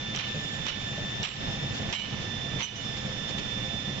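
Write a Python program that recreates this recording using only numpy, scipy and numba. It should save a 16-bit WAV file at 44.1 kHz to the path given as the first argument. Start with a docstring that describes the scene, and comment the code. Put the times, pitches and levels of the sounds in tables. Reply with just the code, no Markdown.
"""A steady roar and a high whine fill a foundry yard. The roar is a blower pushing air through ducts;
the whine is a machine, probably an induction furnace. Off to the right, steel is struck five times:
it cracks, clatters and rings. Close by, a shovel digs damp sand and drops it into a moulding box
with dull thuds. A limiter pushes the drone down after every blow."""
import sys
import numpy as np
from scipy import signal
from scipy.fft import rfft, irfft
from scipy.io import wavfile
from scipy.ndimage import uniform_filter1d, minimum_filter1d
from numba import njit

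SR = 44100
rng = np.random.default_rng(int(sys.argv[2]) if len(sys.argv) > 2 else 0)


def to_wav(s):
    """Save 16-bit WAV."""
    ch = np.atleast_2d(s).T  # columns
    pcm = np.round(np.clip(ch, -1, 1) * 32767)  # PCM
    wavfile.write(sys.argv[1], SR, pcm.astype(np.int16))


N = 176400

# The blower's roar and hiss. Each row: frequency in Hz, left and right strength in dB.
ROAR_COLOUR = [(20, -71, -75.5), (45, -67.5, -63), (78, -67.5, -67.5), (96.5, -62, -61.5),
               (133, -57, -56.5), (173, -66.5, -63), (210.6, -59, -58), (247.3, -71, -69.5),
               (430, -74.5, -71.5), (515, -75.5, -73.5), (700, -77.5, -75), (1100, -80, -76),
               (1860, -80, -75.5), (2140, -87.5, -73.5), (3020, -81.5, -70.5), (3620, -85, -73.5),
               (4440, -85.5, -82), (5870, -83, -79), (6700, -86.5, -89.5), (7940, -91.5, -99.5)]
# Notes that the ducts boost. Each row: frequency in Hz, width in Hz, boost in dB.
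DUCT_NOTES = [(135, 4.7, 2), (278, 27, 6), (520.6, 18, 9), (677, 13, 9), (802, 20, 9)]
# How alike the roar is on both sides. Each row: frequency in Hz, likeness from 0 to 1.
ROAR_LIKENESS = [(60, 0.97), (230, 0.8), (460, 0.61), (900, 0.4), (2000, 0.27), (7000, 0.01)]
# The slow drift of the blower's bass. Each row: time in seconds, change in dB.
BASS_DRIFT = [(0, -3), (0.6, 0.5), (1.1, -1.5), (1.5, 1.5), (2.4, 0.5), (3.5, 0), (3.9, -1)]
# The whine's harmonics 1 and 2 (multiples of its pitch). Each row: time in seconds, then relative
# levels in dB of the first on the left and right, and of the second on the left and right.
LOW_HARMONICS = [(0.08, -60, -45.5, -42.5, -42.5), (0.3, -60, -45, -41, -47), (0.5, -57, -44, -46.5, -40),
                 (0.73, -54, -45.5, -51, -39.5), (0.88, -52.5, -46.5, -44, -41),
                 (1.12, -52, -45.5, -41, -45.5), (1.38, -54, -47.5, -44.5, -47), (1.5, -55, -48, -42, -41),
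                 (1.75, -55, -47, -44, -42), (2.1, -56, -47.5, -55, -48), (2.33, -53.5, -46, -54, -38),
                 (2.85, -56, -50, -59, -39), (3.1, -53, -48.5, -54, -39.5), (3.55, -53.5, -49.5, -51, -37),
                 (3.95, -52.5, -51, -57.5, -38)]
# Harmonics 3 and 4 on the left. Each row: time in seconds, level of each in dB.
HIGH_HARMONICS = [(0, -62, -74), (0.28, -60, -61), (0.45, -52, -52), (0.68, -58, -60), (0.85, -57, -53.5),
                  (1.15, -55.5, -59.5), (1.5, -51.5, -59), (1.85, -54, -56), (2.15, -56.5, -73),
                  (2.6, -53.5, -63), (2.9, -49.5, -55.5), (3.3, -52, -62.5), (4.0, -54.5, -66.5)]
# The whine's head start at the right ear as the listener moves. Each row: time and lead in seconds.
RIGHT_LEAD = [(0.2, 4e-5), (0.5, 13e-5), (0.8, 7e-5), (1.9, 9e-5), (2.1, -1e-5), (2.6, -2e-5), (2.8, 1e-4),
              (3.9, 7e-5)]
# Sand landing and the shovel pushing in. 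Each row: start in seconds, level in dB, length in seconds.
SAND_THUDS = [(0.344, -36, 0.053), (0.977, -32.5, 0.045), (1.196, -39.5, 0.051), (2.177, -42, 0.051),
              (2.336, -32.5, 0.012), (2.56, -33, 0.022), (3.049, -43, 0.1), (3.731, -39, 0.04),
              (3.821, -40, 0.018), (3.877, -33, 0.042)]
# The dull tone of a thud. Each row: frequency in Hz, strength in dB.
THUD_TONE = [(40, -22), (100, -4), (150, 10.5), (220, 1), (330, -11.5), (550, -3.5), (1200, -29),
             (4000, -41.5), (8000, -82)]
# Sand sliding on the blade. Each row: start in seconds, length in seconds, level in dB.
SAND_SLIDES = [(0.333, 0.036, -42), (0.906, 0.1, -48), (1.41, 0.04, -47), (1.458, 0.15, -44),
               (1.717, 0.09, -37.5), (2.184, 0.067, -41.5), (2.96, 0.036, -43), (3.274, 0.049, -36.5),
               (3.374, 0.031, -34.5), (3.49, 0.058, -48)]
# The hiss of sliding sand. Each row: frequency in Hz, strength in dB.
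SLIDE_TONE = [(200, -7), (700, 0), (1500, -8), (3000, 1.5), (5500, -5.5), (7300, -10), (8500, -33)]
# Blows on steel and their rebounds. Each row: start in seconds, crack in dB, clatter in dB,
# clatter hold in seconds, echo in dB, then the ring of the low, middle and high notes in dB.
STEEL_BLOWS = [(0.161, -17.5, -30, 0.023, -37, -35, -46, -40),
               (0.188, -32, -34, 0.029, -30.5, -30, -52, -48),
               (0.666, -22, -28, 0.019, -33.5, -39.5, -43.5, -46),
               (0.684, -22, -30.5, 0.019, -30.5, -30.5, -50, -45),
               (1.2303, -17, -24.5, 0.013, -25, -26.5, -47, -25.5),
               (1.246, -30, -25.5, 0.018, -27, -32, -47, -22.5),
               (1.9263, -21.5, -27, 0.023, -26.5, -29, -34, -24),
               (1.95, -27, -28.5, 0.0078, -32, -20.5, -36, -31),
               (1.985, -41, -46, 0.0087, -31.5, -23, -36.5, -33),
               (2.629, -34, -35.5, 0.0074, -30.5, -20.5, -19, -30),
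               (2.756, -51, -46, .01, -52, -33.5, -34, -41)]
# The steel's ringing notes. Each row: pitch in Hz, left and right gain in dB, seconds to fade 60 dB.
STEEL_NOTES = [(2277, -24, -13, .3), (2401, -23, -12, .25), (2514, -24, -13, .3), (2850, -21, -9, .2),
               (2952, -16, -2, .42), (2991, -20, -7, .35), (3074, -21, -7, .35), (3881, -23, -14, .25),
               (4124, -26, -17, .35), (6018, -15, -4, .25), (7386, -14, -20, .38), (8796, -3, -10, .1),
               (10200, -19, -25, .12)]
# The tone of a blow. Each row: frequency in Hz, then crack, left clatter and right clatter in dB.
BLOW_TONE = [(200, 5.5, -26, -29), (506, -2, -18, -15), (920, -6, -7, -7), (1580, 1, -18, -6.5),
             (2180, -3.5, -14.5, -2), (2990, 0, -12, 1.5), (4030, 10.5, -11.5, -7.5),
             (4800, -8.5, -22, -14), (5800, 18, -12, -10.5), (6700, -9, -20, -29), (10100, 2, -20, -25)]
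# Metal scraping just before a blow. Each row: start in seconds, length in seconds, level in dB.
STEEL_SCRAPES = [(0.133, 0.04, -34.5), (0.645, 0.034, -37), (1.883, 0.041, -37), (2.582, 0.086, -25.5)]
# What the yard gives back of a blow. Each row: frequency in Hz, strength in dB.
ECHO_TONE = [(1000, -6.5), (2800, -4.5), (4200, -2), (6000, -5), (9000, -25)]

ROAR_GAIN_DB, FLUTTER_DB, LEFT_LAG_S = 0.5, 1.7, 0.00023
WHINE_HZ, WANDER_HZ, SIDE_TONE_HZ, DIPS_PER_S, DIP_S = 1771.8, 0.36, 1942, 5, 0.032
CRACK_FALL_S, CLATTER_FALL_S, ECHO_FADE_S, SQUEAL_DB = 0.0018, 0.013, 0.56, -13.5
LOW_RING_HZ, MID_RING_HZ, HIGH_RING_HZ = 4200, 6000, 7300
LIMIT_DB, LIMIT_ATTACK_S, LIMIT_RELEASE_S, TOP_HZ = -20.5, 0.00027, 0.11, 7600
FREQS = np.arange(N // 2 + 1) * SR / N


def undb(db):
    """Turn decibels into a volume factor."""
    return 10 ** (np.asarray(db) / 20)


def unit(x):
    """Scale a signal to an average power of 1."""
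    return x / np.sqrt(np.mean(x ** 2))


def white():
    """Plain hiss, different on each side."""
    return rng.standard_normal((2, N))


def over_frequency(table, column=1):
    """Read a table's column at every frequency."""
    rows = np.array(table, float)
    return np.interp(np.log(FREQS + 1), np.log(rows[:, 0]), rows[:, column])


def over_time(t, table):
    """Read each of a table's value columns at every moment."""
    times, *columns = np.array(table).T
    return np.array([np.interp(t, times, column) for column in columns])


def gains(table, column=1):
    """A volume factor for every frequency, from a dB column."""
    return undb(over_frequency(table, column))


def colour(noise, gain):
    """Shape the tone of a noise and set its power to 1."""
    return unit(irfft(rfft(noise) * gain, N))


def walk(rate_hz):
    """Smooth random motion with a spread of 1."""
    count = int(3 * rate_hz * N / SR) + 2
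    draws = rng.standard_normal(count) + 1j * rng.standard_normal(count)
    hz = FREQS[:count]
    return unit(irfft(draws * np.exp(-(hz / rate_hz) ** 2) * (hz > 0), N))


def quiver(rate_hz):
    """Random wobble of a tone's strength and timing, separate on each side."""
    return np.array([walk(rate_hz) + 1j * walk(rate_hz) for _ in range(2)])


def swells(t, table):
    """A rounded rise and fall for each row."""
    return sum(undb(db) * np.sin(np.pi * np.clip((t - start) / length, 0, 1))
               for start, length, db in table)


def fall(t, start, hold, decay):
    """Start suddenly, hold, then die away."""
    return (t >= start) * np.exp(-np.maximum(t - start - hold, 0) / decay)


@njit
def follow(x, attack, release):
    """Track a signal's peaks, rising and falling at separate speeds."""
    out, level = np.empty(len(x)), 0.
    for i in range(len(x)):
        level += (x[i] - level) * (attack if x[i] > level else release)
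        out[i] = level
    return out


def blower(t):
    """Air churns in ducts: the bass flutters on both sides together, the hiss is smooth and wide."""
    likeness = over_frequency(ROAR_LIKENESS)
    shared, spread = rfft(white()) * np.sqrt([(1 + likeness) / 2, (1 - likeness) / 2])
    air = np.array([shared + spread, shared - spread])
    air[0] *= np.exp(-2j * np.pi * FREQS * LEFT_LAG_S)
    air *= np.array([gains(ROAR_COLOUR, 1), gains(ROAR_COLOUR, 2)]) * np.sqrt(SR / 2)
    air *= undb(sum(db / (1 + (2 * (FREQS - hz) / width) ** 2) for hz, width, db in DUCT_NOTES))
    air /= 1 + (FREQS / 8100) ** 40  # the hiss ends near 8100 Hz
    bass_share = 1 / (1 + (FREQS / 900) ** 2)
    bass = irfft(air * bass_share, N) * undb(over_time(t, BASS_DRIFT) + FLUTTER_DB * walk(24))
    hiss = irfft(air * (1 - bass_share), N)
    return undb(ROAR_GAIN_DB) * (bass + hiss)


def furnace(t):
    """A whine that slips out of step a few times a second, dipping briefly each time."""
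    cycles = np.cumsum(WHINE_HZ + WANDER_HZ * walk(7.8)) / SR
    slip_times = np.cumsum(rng.gamma(2, 1 / (2 * DIPS_PER_S), size=60))
    slips_so_far = np.searchsorted(slip_times, t)

    def tone(multiple, rough, slip, lead):
        phase = np.cumsum(slip * rng.standard_normal(61))[slips_so_far]
        held = uniform_filter1d(np.exp(1j * phase), int(DIP_S * SR))  # blending a slip makes the dip
        ear_cycles = cycles - np.array([[1], [0]]) * lead * WHINE_HZ
        wave = np.exp(2j * np.pi * multiple * ear_cycles)
        return np.sqrt(2) * np.real((held + rough * quiver(32)) * wave)

    low_db = over_time(t, LOW_HARMONICS)
    third_db, fourth_db = over_time(t, HIGH_HARMONICS)
    lead = over_time(t, RIGHT_LEAD)
    out = tone(1, rough=0.33, slip=1.09, lead=lead) * undb(low_db[:2] + 2.5)
    second_db = low_db[2:] + 3.5 + 0.35 * quiver(4.6).real
    out += tone(2, rough=0.22, slip=1.86, lead=lead) * undb(second_db)
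    for multiple, left_db, right_drop_db in ((3, third_db, 9), (4, fourth_db, 8)):
        level_db = np.array([left_db, left_db - right_drop_db]) + 0.4 * quiver(4).real
        out += tone(multiple, rough=0.52, slip=0.87, lead=4e-5) * undb(level_db)
    side_tone = tone(SIDE_TONE_HZ / WHINE_HZ, rough=0.18, slip=1.0, lead=lead)
    side_db = np.array([[-66], [-54]]) + 2 * quiver(1.8).real
    return out + side_tone * undb(side_db)


def shovel(t):
    """Damp sand lands with dull thuds and slides over the blade in fine grains."""
    thud = colour(rng.standard_normal(N) + 0.16 * white(), gains(THUD_TONE))
    thud_level = sum(undb(db) * fall(t, start, length / 2, length / 2)
                     for start, db, length in SAND_THUDS)
    grain_db = 4.9 * np.minimum(rng.exponential(size=N), 4)
    grains = colour(white() * undb(grain_db), gains(SLIDE_TONE))
    slide_level = swells(t, SAND_SLIDES) * undb(2 * walk(60)) * undb([[-3], [0]])
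    return thud * uniform_filter1d(thud_level, 200) + grains * slide_level


def steel_ring(t, scrape):
    """Each blow sets the steel's own notes ringing; scraping makes the high ones squeal."""
    out = np.zeros((2, N))
    for hz, left_db, right_db, fade_s in STEEL_NOTES:
        kicks = np.zeros(N)
        for start, _, _, _, _, *ring_db in STEEL_BLOWS:
            kick_db = np.interp(hz, (LOW_RING_HZ, MID_RING_HZ, HIGH_RING_HZ), ring_db)
            kicks[int(start * SR)] = undb(kick_db)
        kept_per_sample = np.exp(-2 * np.log(1000) / (fade_s * SR))
        energy = signal.lfilter([1], [1, -kept_per_sample], kicks ** 2)
        squeal = (hz > MID_RING_HZ) * undb(SQUEAL_DB) * scrape
        rough_note = np.real((1 + 0.82 * quiver(23)) * np.exp(2j * np.pi * hz * t))
        out += undb([[left_db], [right_db]]) * (np.sqrt(energy) + squeal) * rough_note
    return out


def steel(t):
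    """Each blow cracks, clatters off nearby surfaces, echoes and rings; most follow a short scrape."""
    crack = colour(rng.standard_normal(N) + 0.7 * white(), gains(BLOW_TONE)) * undb([[-3], [0]])
    clatter_tone = np.array([gains(BLOW_TONE, 2), gains(BLOW_TONE, 3)])
    clatter = colour(white() * undb(3.6 * walk(190)), clatter_tone)
    echo = colour(white() * undb(2.05 * walk(70)), clatter_tone * gains(ECHO_TONE))
    scrape = swells(t, STEEL_SCRAPES)
    out = clatter * scrape
    echo_energy = np.zeros(N)
    for start, crack_db, clatter_db, hold, echo_db, *_ in STEEL_BLOWS:
        out += undb(crack_db) * crack * fall(t, start, 0, CRACK_FALL_S)
        out += undb(clatter_db) * clatter * fall(t, start, hold, CLATTER_FALL_S)
        echo_energy += (undb(echo_db) * fall(t, start, 0, ECHO_FADE_S / np.log(1000))) ** 2
    return out + echo * np.sqrt(echo_energy) + steel_ring(t, scrape)


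def scene():
    """Add up the sounds of the yard."""
    t = np.arange(N) / SR
    return blower(t) + furnace(t) + shovel(t) + steel(t)


def record(dry):
    """A limiter turns both sides down at loud peaks and recovers slowly; the top treble is cut."""
    attack = 1 - np.exp(-1 / (LIMIT_ATTACK_S * SR))
    peak = follow(np.abs(dry).max(axis=0), attack, 1 / (LIMIT_RELEASE_S * SR))
    gain = np.minimum(1, undb(LIMIT_DB) / (peak + 1e-9))
    gain = uniform_filter1d(minimum_filter1d(gain, 45), 45)  # smooth over about 1 ms
    treble_cut = signal.ellip(8, 0.3, 27, TOP_HZ, fs=SR, output="sos")
    deeper_cut = signal.ellip(8, 0.3, 60, 12000, fs=SR, output="sos")
    return signal.sosfilt(deeper_cut, signal.sosfilt(treble_cut, dry * gain))


dry = scene()
out = record(dry)
to_wav(out)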